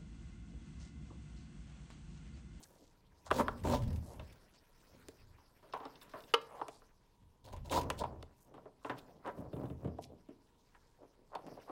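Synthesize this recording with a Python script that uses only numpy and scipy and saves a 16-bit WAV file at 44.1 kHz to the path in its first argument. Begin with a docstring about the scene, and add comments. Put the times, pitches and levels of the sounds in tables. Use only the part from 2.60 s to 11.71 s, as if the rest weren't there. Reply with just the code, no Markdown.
"""Strapping a crate to a kayak

Webbing catches and slips through its buckle, lashing a plastic crate to a hollow hull that drums
under the load. Hands knock the crate, snap a clip home, pull a second strap and rummage against
the hull. A shirt rustles close by; a quiet, ventilated workshop answers."""
import sys
import numpy as np
from scipy import signal
from scipy.fft import rfft, irfft, next_fast_len
from scipy.io import wavfile
from scipy.ndimage import uniform_filter1d, map_coordinates

SR = 44100
rng = np.random.default_rng(int(sys.argv[2]) if len(sys.argv) > 2 else 0)


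def wav_out(sig):
    """Save sig, one row per channel (or a flat mono array), as 16-bit PCM at SR to the path in sys.argv[1]."""
    wavfile.write(sys.argv[1], SR, np.round(np.clip(np.atleast_2d(sig).T, -1, 1) * 32767).astype(np.int16))


N = 401743
LEAD_S = 0.2  # run-up of a stroke

# Resonances. Each row: centre in Hz, width in Hz, gain in dB.
HULL_MODES = [(34, 30, -6), (79, 12, 4), (125, 16, -3), (186, 30, -10), (247, 16, -3)]
BUCKLE_MODES = [(2112, 64, -8.5), (2670, 140, -1.5), (2970, 140, -2), (3580, 94, 3), (3920, 49, 0.5),
                (4330, 140, -2), (5300, 360, -3)]
# Spectrum of plucked webbing fibres. Each row: frequency in Hz, gain in dB.
FIBRE_SPECTRUM = [(1290, -26.5), (2200, -9), (3000, 0.5), (3950, 3), (5300, -3.5), (7100, -2), (9000, -6.5),
                  (11400, -11), (13300, -12.5), (15800, -8)]


def straps():
    """The weave catches and slips in the buckle: it rasps, hisses, shakes the hull and rings the crate."""
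    # Each row: start in s, hold in s, full levels in dB of rasp, hull flex, hull wall, crate frame and
    # hiss, swell in dB, hiss swell in dB, release t60 in s, catches per s, catch depth in dB.
    pulls = [(0.73, 0.075, -39.5, -46, -29, -32, -48.5, 23, 4, 0.08, 180, 5.5),
             (1.052, 0.092, -44.5, -36.5, -36, -39.5, -45.5, 5.5, 10, 0.17, 110, 11),
             (4.853, 0.034, -57.5, -61, -74, -60, -66.5, 5.5, -5, 0.18, 120, 20),
             (4.934, 0.0029, -51, -67, -73, -48.5, -64, 9, -2, 0.079, 99, 3.5),
             (5.058, 0.018, -55, -67, -74, -57, -65, 4, -3, 0.16, 110, 14),
             (5.118, 0.069, -43, -44, -50, -35, -45, 2.5, 1, 0.12, 85, 4),
             (5.393, 0.028, -37.5, -48, -51, -41, -64, 16.5, -14.5, 0.066, 82, 8.5),
             (6.659, 0.036, -49.5, -58, -58, -50.5, -76, 2, 12, 0.098, 80, 0)]
    # Hull wall and crate frame. Each row: centre in Hz, width in Hz, gain in dB.
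    wall_modes = [(186, 24, -6), (222, 16, -6), (246, 22, 3), (448, 26, -9), (530, 36, -2), (604, 30, -7)]
    frame_modes = [(335, 24, -12), (480, 22, -7), (530, 24, -5), (820, 26, -9), (885, 35, -5),
                   (953, 42, -1), (1035, 40, -8)]
    # Each row: frequency in Hz, gain in dB.
    rasp_spectrum = [(88, -11.5), (150, -4), (250, 5), (380, 4.5), (540, 12), (720, 8.5), (950, -7.5),
                     (1250, -12.5), (1450, -5), (2010, -20), (3000, -38), (3900, -23.5), (6600, -120)]
    attack_s = 0.0095
    rasp_gain, flex_gain, wall_gain, frame_gain, hiss_gain = np.zeros((5, N))
    for (start_s, hold_s, rasp_db, flex_db, wall_db, frame_db, hiss_db,
         swell_db, hiss_swell_db, t60_s, catches_per_s, catch_db) in pulls:
        catches = ratchet(catches_per_s, catch_db)
        crate_catches = unit(catches ** 0.8)  # the heavy crate follows less than the fibres do
        tension = stroke(hold_s, attack_s, t60_s, swell_db)
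        at_s = start_s - LEAD_S
        add(rasp_gain, at_s, amp(rasp_db) * tension * crate_catches)
        add(flex_gain, at_s, amp(flex_db) * tension)
        add(wall_gain, at_s, amp(wall_db) * tension)
        add(frame_gain, at_s, amp(frame_db) * tension)
        add(hiss_gain, at_s, amp(hiss_db) * stroke(hold_s, attack_s, t60_s, hiss_swell_db) * catches)
    weave = slips(per_s=2000, spread_db=1)
    tugs = slips(per_s=3000, spread_db=1)
    plucks = weave + slips(per_s=4500, spread_db=0.5)  # each slip of the weave also plucks fibres
    fibres = unit(patchy(coloured(plucks, FIBRE_SPECTRUM), depth_db=2))
    hiss = unit(fibres + amp(-11) * unit(resonate(tugs, BUCKLE_MODES)))
    rasp = unit(coloured(weave, rasp_spectrum))
    flex = unit(band(slips(per_s=500, spread_db=2), 37, 600))  # coarse slips shake the hull's skin
    wall = unit(resonate(tugs, wall_modes))
    frame = unit(resonate(weave, frame_modes))
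    return rasp_gain * rasp + flex_gain * flex + wall_gain * wall + frame_gain * frame + hiss_gain * hiss


def ratchet(per_s, depth_db):
    """Gain of ribs crossing the buckle's teeth: each lets go at once and fades until the next; rms 1."""
    spacing_s = np.exp(0.39 * rng.standard_normal(400)) / per_s
    ribs = np.interp(np.arange(SR) / SR, np.cumsum(spacing_s), np.arange(len(spacing_s)))
    return unit(amp(-depth_db * (ribs % 1)))


def clip_snap():
    """The clip springs home with a bright crack and rings briefly; its rail rings on faintly."""
    # Each row: start in s, level in dB.
    snaps = [(3.738, -10)]
    # Each row: frequency in Hz, gain in dB.
    crack_spectrum = [(120, -71.5), (200, -38.5), (322, -13), (447, -13.5), (517, -27), (610, -13.5),
                      (1180, -8), (1830, -18), (2680, -12.5), (2990, -4.5), (3730, -15), (4640, -18),
                      (8030, -35.5), (10000, -29.5), (15800, -55.5)]
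    # Each row: frequency in Hz, gain in dB, t60 in s.
    clip_modes = [(462, 0, .08), (830, -10, .06), (915, -10, .07), (997, -8, .06), (1130, -7, .07),
                  (1207, -4, .07), (1350, -11, .08), (1620, -17, .05), (1900, -16, .04), (2120, -15, .05),
                  (2530, -13, .04), (2930, -5, .04), (3040, -8, .035), (3360, -14, .04)]
    rail_modes = [(283, -6, .25), (440, 3, .25), (530, -2, .25), (600, -3, .25), (915, -7, .31),
                  (1136, -5, .29), (1206, -6, .37), (1351, 2, .24), (1685, -12, .37), (2116, -16, .45),
                  (2410, -21, .35), (2545, -23, .3), (2910, -15, .35), (2975, -16, .3), (3774, -25, .39),
                  (3908, -11, .3), (4409, -23, .37), (4678, -21, .33), (5087, -23, .39)]
    attack_s, t60_s = 0.0025, 0.029
    out, t = np.zeros(N), np.arange(SR // 2) / SR
    for start_s, db in snaps:
        envelope = amp(-60 * t / t60_s) * (1 - np.exp(-t / attack_s))
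        crack = amp(-16) * burst(coloured(rng.standard_normal(len(t)) * envelope, crack_spectrum))
        clip = amp(-12.5) * ringing(t, clip_modes)
        rail = amp(-26.5) * ringing(t, rail_modes)
        add(out, start_s, amp(db) * (crack + clip + rail))
    return out


def crate_knocks():
    """Buckles and hooks knock the crate, each spot at its own pitch; softer contacts lose more treble."""
    # Each row: start in s, clack level in dB, thud over clack in dB, softness as crack loss in dB,
    # chatter t60 in s, thud pitch in Hz, clack pitch in Hz.
    knocks = [(0.706, -37, -28, 16, .06, 550, 1140), (0.7128, -25.5, 0, 15, 0.043, 557, 1170),
              (0.797, -32.5, -16, 27, 0.058, 510, 1020), (0.809, -33, -2, 36, 0.037, 450, 1000),
              (0.8823, -31, -4.5, 17, 0.032, 534, 1250), (1.134, -33, 2.5, 28, 0.077, 500, 900),
              (1.595, -51, 2, 13, 0.13, 500, 1170), (2.485, -64, 15, -4, 0.023, 305, 1110),
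              (2.783, -60.5, -7, 14, 0.23, 507, 1150), (3.028, -55.5, 2.5, 15, 0.7, 540, 1030),
              (3.136, -35.5, -5.5, 18.5, .15, 670, 1000), (3.202, -46, -2.5, 24, .19, 420, 1030),
              (3.230, -47, -6, 18, 0.38, 354, 1010), (3.254, -43.5, 0, 17.5, 0.071, 453, 950),
              (3.416, -54.5, -3.5, 10, 0.67, 600, 1180), (3.537, -41, 0.5, 25, 0.29, 580, 1160),
              (4.015, -34, -6, 29, 0.053, 505, 920), (4.083, -50.5, 6, 4.5, 0.052, 564, 1020),
              (4.22, -61.5, -1, 24.5, 0.046, 607, 1180), (4.928, -56, -1, 6.5, 0.12, 418, 970),
              (4.965, -56.5, 1, 6, .13, 410, 900), (5.098, -67, 2, -0.5, .057, 480, 1000),
              (5.123, -34, -4.5, 8.5, 0.19, 494, 960), (5.1745, -31, -14, 35, 0.076, 540, 890),
              (5.302, -32.5, -2, 7, 0.042, 566, 1200), (5.438, -37, -3, 17, 0.095, 673, 900),
              (5.628, -56, 5.5, 5.5, .011, 457, 1040), (5.941, -52.5, 0.5, 15, 0.19, 456, 880),
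              (5.979, -55, 4.5, 22, 0.069, 544, 930), (6.057, -54.5, 7.5, 36, 0.12, 514, 942),
              (6.248, -37.5, -0.5, 20, 0.14, 542, 980), (6.297, -36, -1.5, 19, 0.14, 410, 1300),
              (6.662, -41, -3, 18.5, 0.12, 470, 1030), (6.675, -46, 5.5, 12.5, 0.11, 484, 1060),
              (7.386, -61.5, 21.5, 10, 0.04, 500, 820), (7.688, -62.5, 16.5, 11, 0.15, 310, 860),
              (8.149, -60, -17, 19, 0.12, 400, 1350), (8.43, -60, 5.5, 23, 0.13, 432, 930),
              (8.752, -43, 2, 12.5, .067, 677, 920), (8.79, -56.5, 4, 25, 0.035, 505, 840),
              (8.866, -57, 6.5, 7, .1, 398, 930), (8.914, -68, 15, 12, 0.04, 380, 900),
              (8.973, -58, 11, 22, 0.12, 490, 800), (9.096, -48, 6.5, 30, 0.12, 500, 920)]
    out, t = np.zeros(N), np.arange(SR // 4) / SR
    for start_s, db, panel_db, soft_db, t60_s, thud_hz, clack_hz in knocks:
        thud_db = db + panel_db
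        boom_db = thud_db - 19  # little reaches the hull
        knock = contact(t, t60_s, thud_hz, clack_hz, boom_db, thud_db,
                        clack_db=db, crack_db=db - soft_db, tick_db=db - 1.7 * soft_db)
        add(out, start_s, knock)
    return out


def hull_bumps():
    """Hands and crate bump the hull: dull blows, mostly boom and thud."""
    # Each row: start in s, boom level in dB, chatter t60 in s.
    bumps = [(0.782, -46, 0.19), (1.043, -41, 0.16), (6.298, -45, 0.33), (6.779, -40.5, 0.2),
             (6.931, -39.5, 0.077), (6.966, -41, 0.091), (7.014, -43, 0.032), (7.037, -41.5, 0.17),
             (7.101, -40, 0.1), (7.247, -36, 0.12), (7.275, -40, 0.14)]
    out, t = np.zeros(N), np.arange(SR // 4) / SR
    for start_s, db, t60_s in bumps:
        bump = contact(t, t60_s, thud_hz=380, clack_hz=900, boom_db=db, thud_db=db - 1.5,
                       clack_db=db - 15, crack_db=db - 29.5, tick_db=db - 39.5)
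        add(out, start_s, bump)
    return out


def contact(t, t60_s, thud_hz, clack_hz, boom_db, thud_db, clack_db, crack_db, tick_db):
    """One blow booms the hull, thuds the panels, clacks the frame, cracks and ticks at the hard edge."""
    # Each row: centre in Hz, width in Hz, gain in dB.
    crate_modes = [(270, 38, 5.5), (445.3, 37, 3.5), (571.6, 110, -0.5), (666, 99, 6), (791, 100, 4),
                   (939, 110, 5.5), (1040, 220, -3), (1372, 37, -3.5), (1810, 130, -23.5)]
    wide, narrow = 1.45, 1.45 ** 0.8  # ratios of band edge to pitch
    force = strike(t, t60_s, chatter=0.85)
    plastic = resonate(force, crate_modes) + amp(-12) * force
    hull = resonate(strike(t, t60_s, chatter=0.49), HULL_MODES)
    boom = amp(boom_db) * burst(band(hull, 120, 190))
    thud = amp(thud_db) * burst(band(plastic, thud_hz / wide, thud_hz * wide))
    # The touched spot radiates before the crate rings, sharply only if the chatter is short.
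    spot = burst(band(1.0 * (t == 0), clack_hz / narrow, clack_hz * narrow, order=3))
    spot_gain = 1.4 * np.exp(-t60_s / 0.04)
    frame = burst(band(plastic, clack_hz / narrow, clack_hz * wide))
    clack = amp(clack_db) * burst(spot_gain * spot + frame)
    crack = amp(crack_db) * burst(band(strike(t, t60_s, chatter=0.85), 1600, 3400, order=3))
    tick = amp(tick_db) * burst(band(strike(t, 0.38 * t60_s, chatter=1.1), 3300, 10000))
    return boom + thud + clack + crack + tick


def hull_drumming():
    """The hollow hull drums as the load shifts on it; a stiffer spot drums higher."""
    # Each row: start in s, hold in s, relative level in dB, lowest flexing pitch in Hz.
    strains = [(0.478, 0.055, -61, 25), (0.728, 0.19, -41.5, 21), (1.064, 0.16, -32.5, 43),
               (1.256, 0.11, -30.5, 37), (1.604, 0.029, -43, 20), (2.35, 0.14, -61, 71),
               (2.647, 0.11, -57.5, 10), (4.637, 0.033, -58.5, 20), (4.878, .03, -51, 17),
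               (4.946, 0.11, -41.5, 18), (5.164, 0.12, -38.5, 18), (5.388, 0.079, -43, 22),
               (5.561, 0.052, -47, 17), (6.808, 0.069, -49.5, 30), (6.996, 0.2, -46.5, 44),
               (7.272, 0.045, -39.5, 77), (7.478, 0.077, -55, 79)]
    out = np.zeros(N)
    for start_s, hold_s, db, low_hz in strains:
        top_hz = 109 + 2.7 * low_hz
        drum = unit(band(resonate(rng.standard_normal(SR), HULL_MODES), low_hz, top_hz, order=3))
        power = np.abs(uniform_filter1d(drum ** 2, size=2600))
        levelled = unit(drum / np.sqrt(power + 0.038))  # so the strain sets the loudness
        strain = amp(db - 6) * stroke(hold_s, attack_s=0.045, t60_s=0.46)
        add(out, start_s - LEAD_S, strain * levelled)
    return out


def scrapes():
    """Hands, hooks and webbing slide: slips swell and fade in the band of the surface crossed."""
    # Each row: crest time in s, rise in s, surface pitch in Hz, level in dB.
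    slides = [(0.036, 0.0095, 5600, -57), (0.048, 0.12, 9620, -73), (0.22, 0.11, 4800, -76),
              (0.22, 0.022, 380, -63), (0.676, 0.014, 900, -51.5), (0.673, 0.0139, 4985, -58.5),
              (0.797, 0.034, 8000, -55.5), (0.802, 0.017, 1300, -43.5), (1.359, 0.036, 9420, -72),
              (1.5, 0.065, 7560, -66.5), (1.529, 0.054, 517, -55.5), (1.949, 0.02, 4330, -69),
              (3.429, 0.018, 11890, -65), (3.619, 0.089, 11590, -72.5), (3.99, 0.095, 688, -53),
              (4.147, 0.05, 5900, -69.5), (5.4, 0.022, 5270, -60.5), (5.822, 0.0465, 8800, -74),
              (6.268, 0.032, 5440, -70), (6.28, 0.05, 10880, -78), (6.343, 0.095, 830, -60.5),
              (6.387, 0.013, 3100, -60), (6.388, 0.012, 8600, -68), (6.499, 0.03, 484, -61.5),
              (6.682, 0.03, 970, -46.5), (6.7, .04, 11720, -82), (6.801, 0.047, 10730, -75.5),
              (6.97, 0.043, 11330, -73.5), (7.068, 0.076, 10750, -77.5), (7.23, 0.023, 11260, -81),
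              (7.439, 0.017, 3850, -60.5), (7.439, 0.018, 7500, -63.5), (7.525, 0.028, 380, -56),
              (8.201, 0.28, 4970, -84.5), (8.43, 0.037, 477, -60), (8.619, 0.039, 334, -67.5),
              (8.756, 0.031, 700, -49), (9.1, 0.022, 720, -48)]
    width_octaves, fall_over_rise = 1.4, 0.9
    edge = 2 ** (width_octaves / 2)
    out, t = np.zeros(N), np.arange(-SR // 4, SR // 4) / SR
    for crest_s, rise_s, hz, db in slides:
        slope_s = np.where(t < 0, rise_s, fall_over_rise * rise_s)
        pressure = np.exp(-(t / slope_s) ** 2)
        grit = slips(per_s=2000, spread_db=4, size=len(t))
        add(out, crest_s + t[0], amp(db) * pressure * unit(band(grit, hz / edge, hz * edge, order=3)))
    return out


def creaks():
    """Taut webbing gives a little at a time, each slip a dry tick."""
    # Each row: start in s, level in dB.
    ticks = [(0.824, -66.5), (1.036, -56), (1.211, -77.5), (1.22, -59), (1.234, -60), (1.277, -62),
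             (1.304, -64), (1.329, -63), (1.359, -61), (1.385, -74), (1.422, -80), (1.675, -73),
             (1.725, -65), (3.172, -68.5), (3.494, -66.5), (3.814, -62), (5.167, -50), (5.187, -56.5),
             (5.212, -51), (5.231, -58.5)]
    # Each row: frequency in Hz, gain in dB.
    tick_spectrum = [(500, -17.5), (1500, 0), (3800, -2), (6000, -5.5), (10000, -9), (15800, -15.5)]
    out, t = np.zeros(N), np.arange(SR // 8) / SR
    for start_s, db in ticks:
        slip = strike(t, t60_s=0.041, chatter=6.7)
        add(out, start_s, amp(db) * burst(coloured(slip, tick_spectrum)))
    return out


def chinks():
    """Buckles and hooks ring briefly; a gentler touch leaves out the upper modes."""
    # Each row: start in s, level in dB, chatter t60 in s, upper edge in Hz.
    touches = [(0.714, -55, .012, 2760), (0.882, -66, 0.01, 3340), (1.596, -57, 0.013, 3300),
               (3.126, -58.5, 0.02, 5470), (3.137, -58, 0.0087, 6000), (3.203, -69, .015, 5500),
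               (3.253, -58.5, 0.0097, 6000), (3.356, -62.5, 0.027, 5250), (3.414, -59, 0.076, 6000),
               (3.605, -64, .02, 5500), (3.638, -63, .015, 5580), (5.097, -52.5, 0.0092, 4460),
               (6.246, -57, 0.012, 2854), (6.298, -55, 0.014, 4400), (5.626, -59.5, .012, 5560),
               (6.39, -64, .025, 4060), (6.933, -67.5, 0.023, 3640), (6.964, -75, 0.024, 3570),
               (7.055, -70, 0.026, 3770), (7.099, -70, 0.018, 3540), (7.275, -75.5, 0.023, 3167),
               (8.753, -56, 0.012, 4756), (9.0, -70, 0.044, 2950)]
    out, t = np.zeros(N), np.arange(SR // 4) / SR
    for start_s, db, t60_s, top_hz in touches:
        ring = resonate(strike(t, t60_s, chatter=1.2), BUCKLE_MODES)
        add(out, start_s, amp(db) * burst(band(ring, 1600, top_hz, order=3)))
    return out


def handling():
    """As the arms move, the shirt rustles, webbing crackles and palms brush or rub the plastic."""
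    # Briskness of the arms. Each row: time in s, level in dB.
    arm_motion = [(0.0, -75), (0.42, -80), (0.89, -65), (1.22, -68), (1.799, -71.5), (2.1, -75),
                  (2.35, -69), (2.68, -74), (2.95, -75.5), (3.2, -70.5), (3.959, -67.5), (4.439, -81.5),
                  (4.801, -85), (5.07, -76.5), (5.3, -66), (5.56, -80), (6.1, -83), (6.4, -72.5),
                  (6.6, -78.5), (7.001, -78), (7.6, -81), (8.101, -77.5), (8.649, -82.5), (8.91, -69.5),
                  (9.11, -72)]
    # Each row: start in s, hold in s, level in dB.
    hard_rubs = [(0.0, 0.032, -63.5), (1.316, 0.064, -58), (1.555, 0.16, -67), (5.187, 0.1, -47.5),
                 (5.5, 0.032, -53), (5.901, 0.15, -65.5), (6.366, 0.78, -67), (6.803, 0.029, -54.5),
                 (7.006, 0.034, -52), (7.247, 0.037, -53.5), (8.865, 0.057, -57)]
    # Each row: frequency in Hz, gain in dB.
    palm_spectrum = [(76, -32), (130, 1), (241, -4), (276, -1.5), (309, -3), (588, -4), (831, -10.5),
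                     (964, -11), (1520, -26.5), (2500, -41), (3250, -59.5), (5500, -120)]
    shirt_spectrum = [(650, -40.5), (1100, 1), (1180, -2), (1360, 2.5), (3320, -5), (5180, -3),
                      (6920, -10.5), (13200, -13), (15800, -14)]
    motion = amp(np.interp(np.arange(N) / SR, *np.transpose(arm_motion)))
    palm_gain = motion.copy()
    for start_s, hold_s, db in hard_rubs:
        add(palm_gain, start_s - LEAD_S, amp(db) * stroke(hold_s, attack_s=0.046, t60_s=0.42))
    pressure = amp(1.8 * wobble(knots_per_s=30))
    palm = unit(coloured(slips(per_s=1500, spread_db=1.5), palm_spectrum) * pressure)
    flutter = amp(1.2 * wobble(knots_per_s=39))
    cloth = coloured(slips(per_s=9000, spread_db=0.5), shirt_spectrum)
    shirt = amp(-0.5) * unit(patchy(cloth, depth_db=4) * flutter)
    crackle = amp(-23.5) * unit(coloured(slips(per_s=150, spread_db=5), FIBRE_SPECTRUM))
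    return palm_gain * palm + motion * (shirt + crackle)


def room(x):
    """The walls answer x; higher frequencies die sooner."""
    # Each row: frequency in Hz, t60 in s.
    decay_times = [(80, 1), (500, 0.58), (1200, 0.36), (3000, 0.23), (6000, 0.15), (14000, 0.095)]
    predelay_s = 0.0053
    hz, t, noise = signal.stft(rng.standard_normal(SR * 3 // 4), SR, nperseg=256)
    decay = amp(-60 * t / along(decay_times, hz)[:, None])
    tail = signal.istft(noise * decay, SR, nperseg=256)[1]
    tail = np.pad(tail / np.linalg.norm(tail), (round(predelay_s * SR), 0))
    return signal.fftconvolve(x, tail)[:N]


def ventilation():
    """Steady air noise and hiss with a fan's faint whine."""
    # One row: centre in Hz, width in Hz, level in dB.
    fan_whine = (955, 45, -83)
    # Each row: frequency in Hz, gain in dB.
    air_spectrum = [(12, -35.5), (20, 6), (48, -0.5), (137, -5), (386, -15), (469, -10.5), (554, -26),
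                    (942, -15), (1150, -23), (1430, -34.5), (3220, -31), (5170, -35.5), (11600, -40),
                    (12600, -56), (15800, -63.5)]
    hz, width_hz, db = fan_whine
    whine = amp(db) * unit(resonate(rng.standard_normal(N), [(hz, width_hz, 0)]))
    return whine + amp(-70) * unit(coloured(rng.standard_normal(N), air_spectrum))


def stroke(hold_s, attack_s, t60_s, swell_db=0):
    """Gain of one effort, from LEAD_S before its start: sets in, swells to 1 while held, dies away."""
    t = np.arange(SR) / SR - LEAD_S
    onset = np.exp(-(np.minimum(t, 0) / attack_s) ** 2)
    to_go = 1 - np.clip(t / hold_s, 0, 1)
    release_db = 60 * np.maximum(t - hold_s, 0) / t60_s
    return onset * amp(-swell_db * to_go - release_db)


def slips(per_s, spread_db, size=N):
    """Tiny stick-slip releases of random time and size; rms 1."""
    heights = rng.standard_normal(size) * amp(spread_db * rng.standard_normal(size).clip(-2, 2))
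    return unit((rng.random(size) < per_s / SR) * heights)


def strike(t, t60_s, chatter):
    """One sharp contact, then loose parts chatter to rest; longer chatter carries more energy."""
    bounces = rng.standard_normal(len(t)) * amp(-60 * t / t60_s) * (1 - np.exp(-t / 0.001))
    return burst(1.0 * (t == 0)) + chatter * np.sqrt(t60_s / 0.06) * burst(bounces)


def ringing(t, modes):
    """Struck modes, each building up over two cycles."""
    out = np.zeros(len(t))
    for hz, db, t60_s in modes:
        envelope = amp(db - 60 * t / t60_s) * (1 - np.exp(-hz * t / 2))
        out += envelope * np.sin(2 * np.pi * (hz * t + rng.random()))
    return burst(out)


def resonate(x, modes):
    """x through a body's resonances, alternating in sign."""
    def response(f):
        return sum((-1) ** k * amp(db) * 1j * f * width_hz / (hz * hz - f * f + 1j * f * width_hz)
                   for k, (hz, width_hz, db) in enumerate(modes))
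    return filtered(x, response)


def coloured(x, spectrum, size=4096):
    """x through a minimum-phase filter with the given spectrum."""
    gain = amp(along(spectrum, np.fft.rfftfreq(size, 1 / SR)))
    cepstrum = irfft(np.log(gain + 1e-6))
    cepstrum[1:size // 2] *= 2
    cepstrum[size // 2 + 1:] = 0
    return signal.fftconvolve(x, irfft(np.exp(rfft(cepstrum))))[:len(x)]


def patchy(x, depth_db):
    """x with patches of gain drifting in time and frequency."""
    bins = signal.stft(x, nperseg=512)[2]
    patches = uniform_filter1d(rng.standard_normal(bins.shape), size=18, axis=0)
    patches = uniform_filter1d(patches, size=7, axis=1)
    return signal.istft(bins * amp(depth_db * unit(patches)), nperseg=512)[1][:N]


def band(x, low_hz, top_hz, order=2):
    """Causal band-pass."""
    return signal.sosfilt(signal.butter(order, [low_hz, top_hz], "band", fs=SR, output="sos"), x)


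def filtered(x, response):
    """x through a complex response, a function of Hz."""
    size = next_fast_len(len(x) + SR // 4)
    return irfft(rfft(x, size) * response(np.fft.rfftfreq(size, 1 / SR)), size)[:len(x)]


def wobble(knots_per_s):
    """Smooth random curve."""
    knots = rng.standard_normal(int(N * knots_per_s / SR) + 4)
    return map_coordinates(knots, [np.arange(N) * knots_per_s / SR])


def along(points, hz):
    """Interpolate (Hz, value) points on a log axis."""
    point_hz, values = np.transpose(points)
    return np.interp(np.log(hz + 1), np.log(point_hz + 1), values)


def add(out, start_s, x):
    """Mix x into out from start_s on."""
    first = round(start_s * SR)
    part = x[max(-first, 0):max(len(out) - first, 0)]
    out[max(first, 0):][:len(part)] += part


def amp(db):
    """Decibels to gain."""
    return 10 ** (np.asarray(db) / 20)


def unit(x):
    """Scale to rms 1."""
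    return x / np.sqrt(np.mean(x ** 2) + 1e-20)


def burst(x):
    """Scale to the energy of 10 ms at rms 1."""
    return x / np.sqrt(np.sum(x ** 2) / (SR / 100) + 1e-20)


def scene():
    blows = crate_knocks() + hull_bumps() + chinks()
    friction = straps() + scrapes() + creaks()
    clip = clip_snap()
    reverb = room(amp(-17.5) * blows + amp(-15) * friction + amp(-21) * band(clip, 400, 10000))
    return (blows + clip + friction + reverb + hull_drumming() + handling() + ventilation())[None]


def record(dry):
    """Brick-wall low-pass."""
    return np.array([filtered(channel, lambda hz: hz < 15900) for channel in dry])


dry = scene()
out = record(dry)
wav_out(out)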